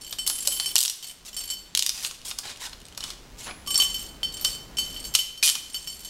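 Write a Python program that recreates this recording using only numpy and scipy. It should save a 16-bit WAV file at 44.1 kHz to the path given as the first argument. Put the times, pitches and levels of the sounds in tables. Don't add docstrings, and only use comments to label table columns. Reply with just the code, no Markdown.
import sys
import numpy as np
from scipy import signal
from scipy.fft import rfft, irfft
from scipy.io import wavfile
from scipy.ndimage import uniform_filter1d

SR = 44100
rng = np.random.default_rng(int(sys.argv[2]) if len(sys.argv) > 2 else 0)


def transcribe(u):
    v = np.clip(np.atleast_2d(u).T, -1, 1)
    q = np.round(v * 32767).astype(np.int16)
    wavfile.write(sys.argv[1], SR, q)


N = 268877
TIME = np.arange(N) / SR

# t/s, level/dB, brightness/dB (high modes up, lowest mode down)
LINK_STRIKES = [(0.186, -35.5, -0.5), (0.2647, -33, 2.5), (0.522, -37, 3), (0.5985, -40, 2.5),
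                (0.659, -33.5, -1.5), (1.366, -40, 2), (1.5013, -35.5, -1.5), (3.6737, -38, 0),
                (3.7052, -33.5, 1.5), (3.7434, -32.5, 4), (3.7769, -33.5, 7.5), (3.8003, -25.5, -1),
                (3.823, -28, -3), (3.9435, -37.5, -1), (3.993, -43, -2), (4.2314, -34, -3.5),
                (4.4487, -29, -2.5), (4.77, -39, 1.5), (4.7851, -29, -1), (4.9634, -47.5, -9),
                (5.0495, -41.5, 3.5), (5.1393, -34.5, 1.5), (5.189, -31.5, -3.5), (5.376, -47, -4.5),
                (5.477, -32, -2.5), (5.744, -34.5, -2), (5.8737, -35.5, -4.5), (6.048, -43.5, 5.5),
                (6.0913, -28.5, -5.5)]
# f/Hz, level/dB within its group
LINK_MODES = [(3059, 1.5), (4476, 2.5), (5445, -1), (6461, -12), (7433, -3), (7474, -29.5), (7875, -16),
              (8488, -6.5), (9098, -6), (9372, -14.5), (11395, -13.5), (11930, -10.5), (12290, -18.5),
              (14130, -13.5), (14725, -20)]
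STRIKE_GROUP_DB = [2.5, -2.5, 0]
# t/s, length/s, level/dB
JINGLE_SPELLS = [(0, 0.14, -40), (0.283, 0.44, -34.5), (1.018, 0.1, -37.5), (1.327, 0.21, -37.5),
                 (3.65, 0.44, -40.5), (4.314, .24, -37.5), (4.78, 0.29, -40.5), (5.643, 0.52, -44.5)]
JINGLE_SWELL_DB = 1

# first tooth t/s, last tooth t/s, teeth/count, each gap over the one
# before/ratio, level/dB before trim, extra on the first tooth level/dB, mid-push brightening/dB per octave,
# second pawl level/dB relative to the first
BOW_PUSHES = [(0.7562, 0.851, 5, .96, -23, 11, 6.5, -1), (0.8794, 0.898, 2, 1.2, -20.5, -2, 0, -16),
              (1.7505, 1.793, 3, .8, -16.5, 1, 0.5, -31), (1.8241, 1.8932, 3, .75, -17.5, -0.5, 1, -12),
              (5.1503, 5.151, 2, 1, -12, -1, 0, -20), (5.4276, 5.4982, 13, 1.055, -18, 0.5, 3, -20)]
SECOND_PAWL_S = 0.0072
SETTLE_TEETH = 2.5
PAWL_TILT_DB = 0

# t/s, level/dB, brightness/dB per octave before knocks() adds its own
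CUFF_KNOCKS = [(0.1266, -26.5, -2.5), (0.2756, -17.5, 7), (0.2985, -20, 3), (0.4734, -14.5, 4),
               (0.5986, -21, -2.5), (2.048, -22, -5), (2.1111, -33.5, -2), (2.312, -28, -7),
               (2.387, -24, 1.5), (2.6535, -37, -6), (2.7309, -36, -19), (2.976, -29, -1),
               (3.0064, -30.5, -6), (3.0391, -27, -3), (3.1032, -31.5, -5.5), (4.4476, -17, -2.5),
               (5.553, -23, -2.5)]
# f/Hz, level/dB
CUFF_MODES = [(2950, 1), (3700, 2.5), (4180, -3.5), (5060, -2), (6700, -4), (6950, -34), (8050, 0),
              (9300, -7.5), (11300, -2.5)]
# f/Hz, level/dB
CRACK_COLOUR = [(300, -40), (1000, -12.5), (2200, -6.5), (3000, 4), (5400, 6.5), (7000, 3), (11300, -1.5),
                (13500, -11), (16000, -15.5)]
THUD_GROWTH = 0.55
LEAD_S, LEAD_DB = 0.0035, -18

THIN_HZ = 10944
# t/s, f/Hz, level/dB, t60/s
SINGING_MODES = [(0.273, THIN_HZ, -28.5, 0.42), (0.472, THIN_HZ, -32, 0.68), (.473, 7860, -29.5, 0.24),
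                 (.473, 567, -36.5, 0.064), (3.028, 2996, -35.5, 0.15), (3.44, THIN_HZ, -44, 0.44),
                 (3.674, 1148, -39.5, 0.29), (3.7566, 5445, -12.5, 0.046), (3.789, 1132, -35, 0.16),
                 (4.2316, 3084, -18.5, 0.079), (5.429, 2450, -17, 0.06)]

# t/s, length/s, level/dB, brightness/dB per octave
SCRAPE_STROKES = [(1.246, 0.056, -41.5, 1.5), (1.928, 0.12, -39, 1), (2.024, 0.061, -32.5, 2),
                  (2.242, 0.077, -36, 3), (2.424, .12, -39.5, -4.5), (2.593, 0.094, -37.5, -1),
                  (2.999, 0.15, -44.5, -1), (3.368, 0.12, -42.5, 0.5), (3.455, 0.07, -38, -11.5)]
# f/Hz, level/dB
RUBBED_STEEL = [(250, -11), (700, -9.5), (1050, -6), (1400, -8), (1800, -6), (3000, 1.5), (7000, 2.5),
                (11500, -4.5), (15000, -14)]
BOW_WORKED_S = (1.9, 3)

# t/s, level/dB
NOISE_LEVEL = [(0, -52.5), (.74, -51), (.8, -68), (1.3, -53.5), (2.0, -55.5), (3.6, -46.5), (5.12, -45),
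               (5.2, -56), (6.1, -51.5)]
# f/Hz, level/dB
NOISE_COLOUR = [(20, -5.5), (42, 2.5), (80, -8), (250, -10.5), (600, -17.5), (1500, -23), (4000, -36),
                (15000, -38)]
ROOM_T60_S, ROOM_TREBLE_T60_S, ROOM_DB = 0.54, 0.43, -7
DESK_ECHO_S, DESK_ECHO_DB = 0.0084, -15
TOP_HZ = 15800


def undb(db):
    return 10 ** (np.asarray(db) / 20)


def unit(x):
    return x / np.sqrt(np.mean(x ** 2))


def curve(rows):
    return undb(np.interp(TIME, *np.transpose(rows)))


def fade(t, t60):
    return np.exp(-np.log(1000) * t / t60)


def add(track, s, sound):
    i = max(int(s * SR), 0)
    track[i:i + len(sound)] += sound[:max(N - i, 0)]


def colour(x, points):
    hz, db = np.transpose(points)
    size = 4096
    bin_hz = np.arange(size // 2 + 1) * SR / size
    gain_db = np.interp(np.log(bin_hz + 1), np.log(hz), db)
    cepstrum = irfft(np.log(undb(gain_db)))
    cepstrum[1:size // 2] *= 2
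    cepstrum[size // 2:] = 0
    response = irfft(np.exp(rfft(cepstrum)))
    return signal.fftconvolve(x, response)[:len(x)]


def tilt(x, db_per_octave):
    octaves = 3
    return colour(x, [(1500, 0), (12000, octaves * np.clip(db_per_octave, -14, 7))])


def link_ring(t, group_db, hold, t60_s=0.24, shorter=0.17, uneven_db=3.0, detune=0.0019,
              touch_s=0.012, flutter_db=5.5, slip=0.62):
    hz, db = np.transpose(LINK_MODES)
    group = np.digitize(hz, [4000, 6000])
    weight, shift, phase = rng.standard_normal((3, len(hz), 1))
    swing, nudge = rng.standard_normal((2, len(hz), 64))
    touch = np.searchsorted(np.cumsum(touch_s * rng.exponential(size=63)), t)

    unrest = np.sqrt(hz / hz.mean())[:, None]
    mode_db = (db + np.asarray(group_db)[group])[:, None]
    gain = undb(mode_db + unrest * (uneven_db * weight + flutter_db * swing))
    phase_walk = np.exp(1j * slip * unrest * np.cumsum(nudge, axis=1))
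    state = (gain * phase_walk)[:, touch]

    t60 = hold * t60_s * (hz[0] / hz[:, None]) ** shorter
    turn = np.exp(2j * np.pi * hz[:, None] * (1 + detune * shift) / SR)
    pole = turn * fade(1 / SR, t60)
    ring = np.exp(2j * np.pi * phase) * np.cumprod(np.broadcast_to(pole, state.shape), axis=1)
    smooth_state = uniform_filter1d(state, size=48)
    return np.sqrt(2) * np.sum((smooth_state * ring).imag, axis=0)


def clinks(ring_db=0, hold=0.92, tick_db=-2, tick_t60_s=0.054, buzz_db=-8, buzz_t60_s=0.37):
    out, t = np.zeros(N), TIME[:SR // 4]
    touch = undb(tick_db) * fade(t, tick_t60_s) + undb(buzz_db) * fade(t, buzz_t60_s)
    for s, db, bright_db in LINK_STRIKES:
        group_db = STRIKE_GROUP_DB + bright_db * np.array([-1, 0, 1])
        ring = link_ring(t, group_db, hold)
        noise = unit(colour(rng.standard_normal(len(t)), RUBBED_STEEL))
        contact = noise * touch * undb(bright_db / 2)
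        add(out, s, undb(db) * (undb(ring_db) * ring + contact))
    return out


def jingle(per_s=70, ring_db=-8, low_db=-2, middle_db=-4, hold=0.29, spread_db=2,
           tick_db=-4, tick_t60_s=0.07):
    out, t = np.zeros(N), TIME[:SR // 14]
    hiss = unit(colour(rng.standard_normal(N), RUBBED_STEEL))
    for start, length, db in JINGLE_SPELLS:
        count = int(per_s * length) + 1
        times = start + length * (np.arange(count) + rng.random(count)) / count
        for s in times:
            ring = link_ring(t, [low_db, middle_db, 0], hold, uneven_db=5, detune=0.007)
            tick = hiss[rng.integers(N - len(t)):][:len(t)] * fade(t, tick_t60_s)
            swell_db = JINGLE_SWELL_DB * (np.sin(np.pi * (s - start) / length) - 2 / np.pi)
            level_db = db + swell_db + spread_db * rng.standard_normal()
            add(out, s, undb(level_db) * (undb(ring_db) * ring + undb(tick_db) * tick))
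    return out


def click(db, tilt_db, body_t60_s, crack_t60_s, crack_db, uneven_db=10.5):
    t = TIME[:SR // 10]
    hz, mode_db = np.transpose(CUFF_MODES)
    weight, shift = rng.standard_normal((2, len(hz)))
    modes = np.sin(2 * np.pi * np.outer(hz * (1 + 0.015 * shift), t))
    strengths = np.sign(shift) * undb(mode_db + uneven_db * weight)
    body = strengths @ modes * fade(t, body_t60_s)
    crack = colour(rng.standard_normal(len(t)) * fade(t, crack_t60_s), CRACK_COLOUR)
    octaves = 2
    slope = [(3000, 0), (12000, octaves * np.clip(tilt_db, -12, 8))]
    sound = colour(unit(body) + undb(crack_db) * unit(crack), slope)
    return undb(db) * sound / np.std(sound[:SR // 250])


def ratchet(level_db=-0.5, second_tilt_db=1, snap_t60_s=0.012):
    out = np.zeros(N)
    skid_gap_s = 0.006
    for start, end, teeth, slowing, db, first_db, swell_db, second_db in BOW_PUSHES:
        tooth = np.arange(round(teeth))
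        gaps = slowing ** tooth * (end - start) / np.sum(slowing ** tooth[:-1])
        times = start + np.cumsum(gaps) - gaps
        levels = level_db + db + first_db * np.exp(-tooth / SETTLE_TEETH)
        tilts = PAWL_TILT_DB + swell_db * np.sin(np.pi * tooth / tooth[-1])
        pawls = [(0, 0, 0), (SECOND_PAWL_S, second_db, second_tilt_db)]
        for s, gap, snap_db, tilt_db in zip(times, gaps, levels, tilts):
            smear = 1 + min(skid_gap_s / gap, np.sqrt(2)) ** 2
            for lag_s, pawl_db, pawl_tilt_db in pawls:
                snap = click(snap_db + pawl_db, tilt_db + pawl_tilt_db, body_t60_s=0.018,
                             crack_t60_s=snap_t60_s * smear, crack_db=8.5)
                add(out, s + lag_s, snap)
    return out


def knocks(level_db=0, bright_db=1, thud_db=-26, thud_t60_s=0.054):
    out, t = np.zeros(N), TIME[:SR // 10]
    thud_colour = [(200, -28), (600, -3.0), (1400, 3.5), (3000, -16)]
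    for s, db, tilt_db in CUFF_KNOCKS:
        thud = unit(colour(rng.standard_normal(len(t)), thud_colour))
        for lead_s, contact_db in [(LEAD_S, LEAD_DB), (0, 0)]:
            blow = click(db + level_db + contact_db, tilt_db + bright_db,
                         body_t60_s=0.03, crack_t60_s=0.019, crack_db=8.5)
            add(out, s - lead_s, blow)
        add(out, s, undb(thud_db + THUD_GROWTH * db) * thud * fade(t, thud_t60_s))
    return out


def singing():
    out, t = np.zeros(N), TIME[:SR]
    for s, hz, db, t60 in SINGING_MODES:
        tone = np.sqrt(2) * np.sin(2 * np.pi * hz * t)
        add(out, s, undb(db) * tone * fade(t, t60))
    return out


def grains(per_s, spread_db):
    size = undb(spread_db * np.minimum(rng.exponential(size=N), np.pi))
    return (rng.random(N) < per_s / SR) * size * rng.choice([-1, 1], N)


def friction(rub_db=-57, rub_tilt_db=-5, catch_db=-3, catch_t60_s=0.045):
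    out, t = np.zeros(N), TIME[:SR // 25]
    catches_per_s = 700
    slips = unit(colour(grains(2500, 4.7), RUBBED_STEEL))
    for s, length, db, tilt_db in SCRAPE_STROKES:
        size = int(length * SR)
        catches = np.zeros(N)
        for place, pitch, force in rng.random((int(catches_per_s * length) + 1, 3)):
            hz = 700 * 18 ** pitch
            ring = np.sin(2 * np.pi * hz * t) * fade(t, catch_t60_s)
            add(catches, place * length, force ** 2 * ring)
        caught = unit(colour(catches[:size], RUBBED_STEEL))
        stream = unit(slips[int(s * SR):][:size]) + undb(catch_db) * caught
        stroke = unit(tilt(stream, tilt_db)) * signal.windows.tukey(size, 0.4)
        add(out, s, undb(db) * stroke)
    rustle = undb(rub_db) * unit(tilt(slips, rub_tilt_db))
    return out + rustle


def loose_parts(per_s=22, ticks_db=-45, spread_db=3, tilt_db=-2):
    out = np.zeros(N)
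    start, end = BOW_WORKED_S
    count = int(per_s * (end - start))
    for place, force in rng.random((count, 2)):
        level_db = ticks_db + spread_db * (2 * force - 1)
        tick = click(level_db, tilt_db, body_t60_s=0.02, crack_t60_s=0.013, crack_db=3)
        add(out, start + place * (end - start), tick)
    return out


def room(x, first_s=0.0037):
    t = TIME[:int(0.8 * SR)]
    low_pass = signal.butter(2, 7000, fs=SR, output="sos")
    high_pass = signal.butter(2, 7000, "high", fs=SR, output="sos")
    low = signal.sosfilt(low_pass, rng.standard_normal(len(t)))
    high = signal.sosfilt(high_pass, rng.standard_normal(len(t)))
    tail = low * fade(t, ROOM_T60_S) + undb(1.5) * high * fade(t, ROOM_TREBLE_T60_S)
    tail = tail * (t > first_s)
    response = undb(ROOM_DB) * tail / np.linalg.norm(tail)
    response[int(DESK_ECHO_S * SR)] += undb(DESK_ECHO_DB)
    return x + signal.fftconvolve(x, response)[:N]


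def room_noise():
    return curve(NOISE_LEVEL) * unit(colour(rng.standard_normal(N), NOISE_COLOUR))


def scene():
    links = clinks() + jingle()
    blows = ratchet() + knocks() + singing()
    handling = friction() + loose_parts()
    return (room(links + blows + handling) + room_noise())[None]


def record(dry):
    top_cut = signal.ellip(10, 0.2, 70, TOP_HZ, fs=SR, output="sos")
    return signal.sosfilt(top_cut, np.clip(dry, -1, 1))


dry = scene()
out = record(dry)
transcribe(out)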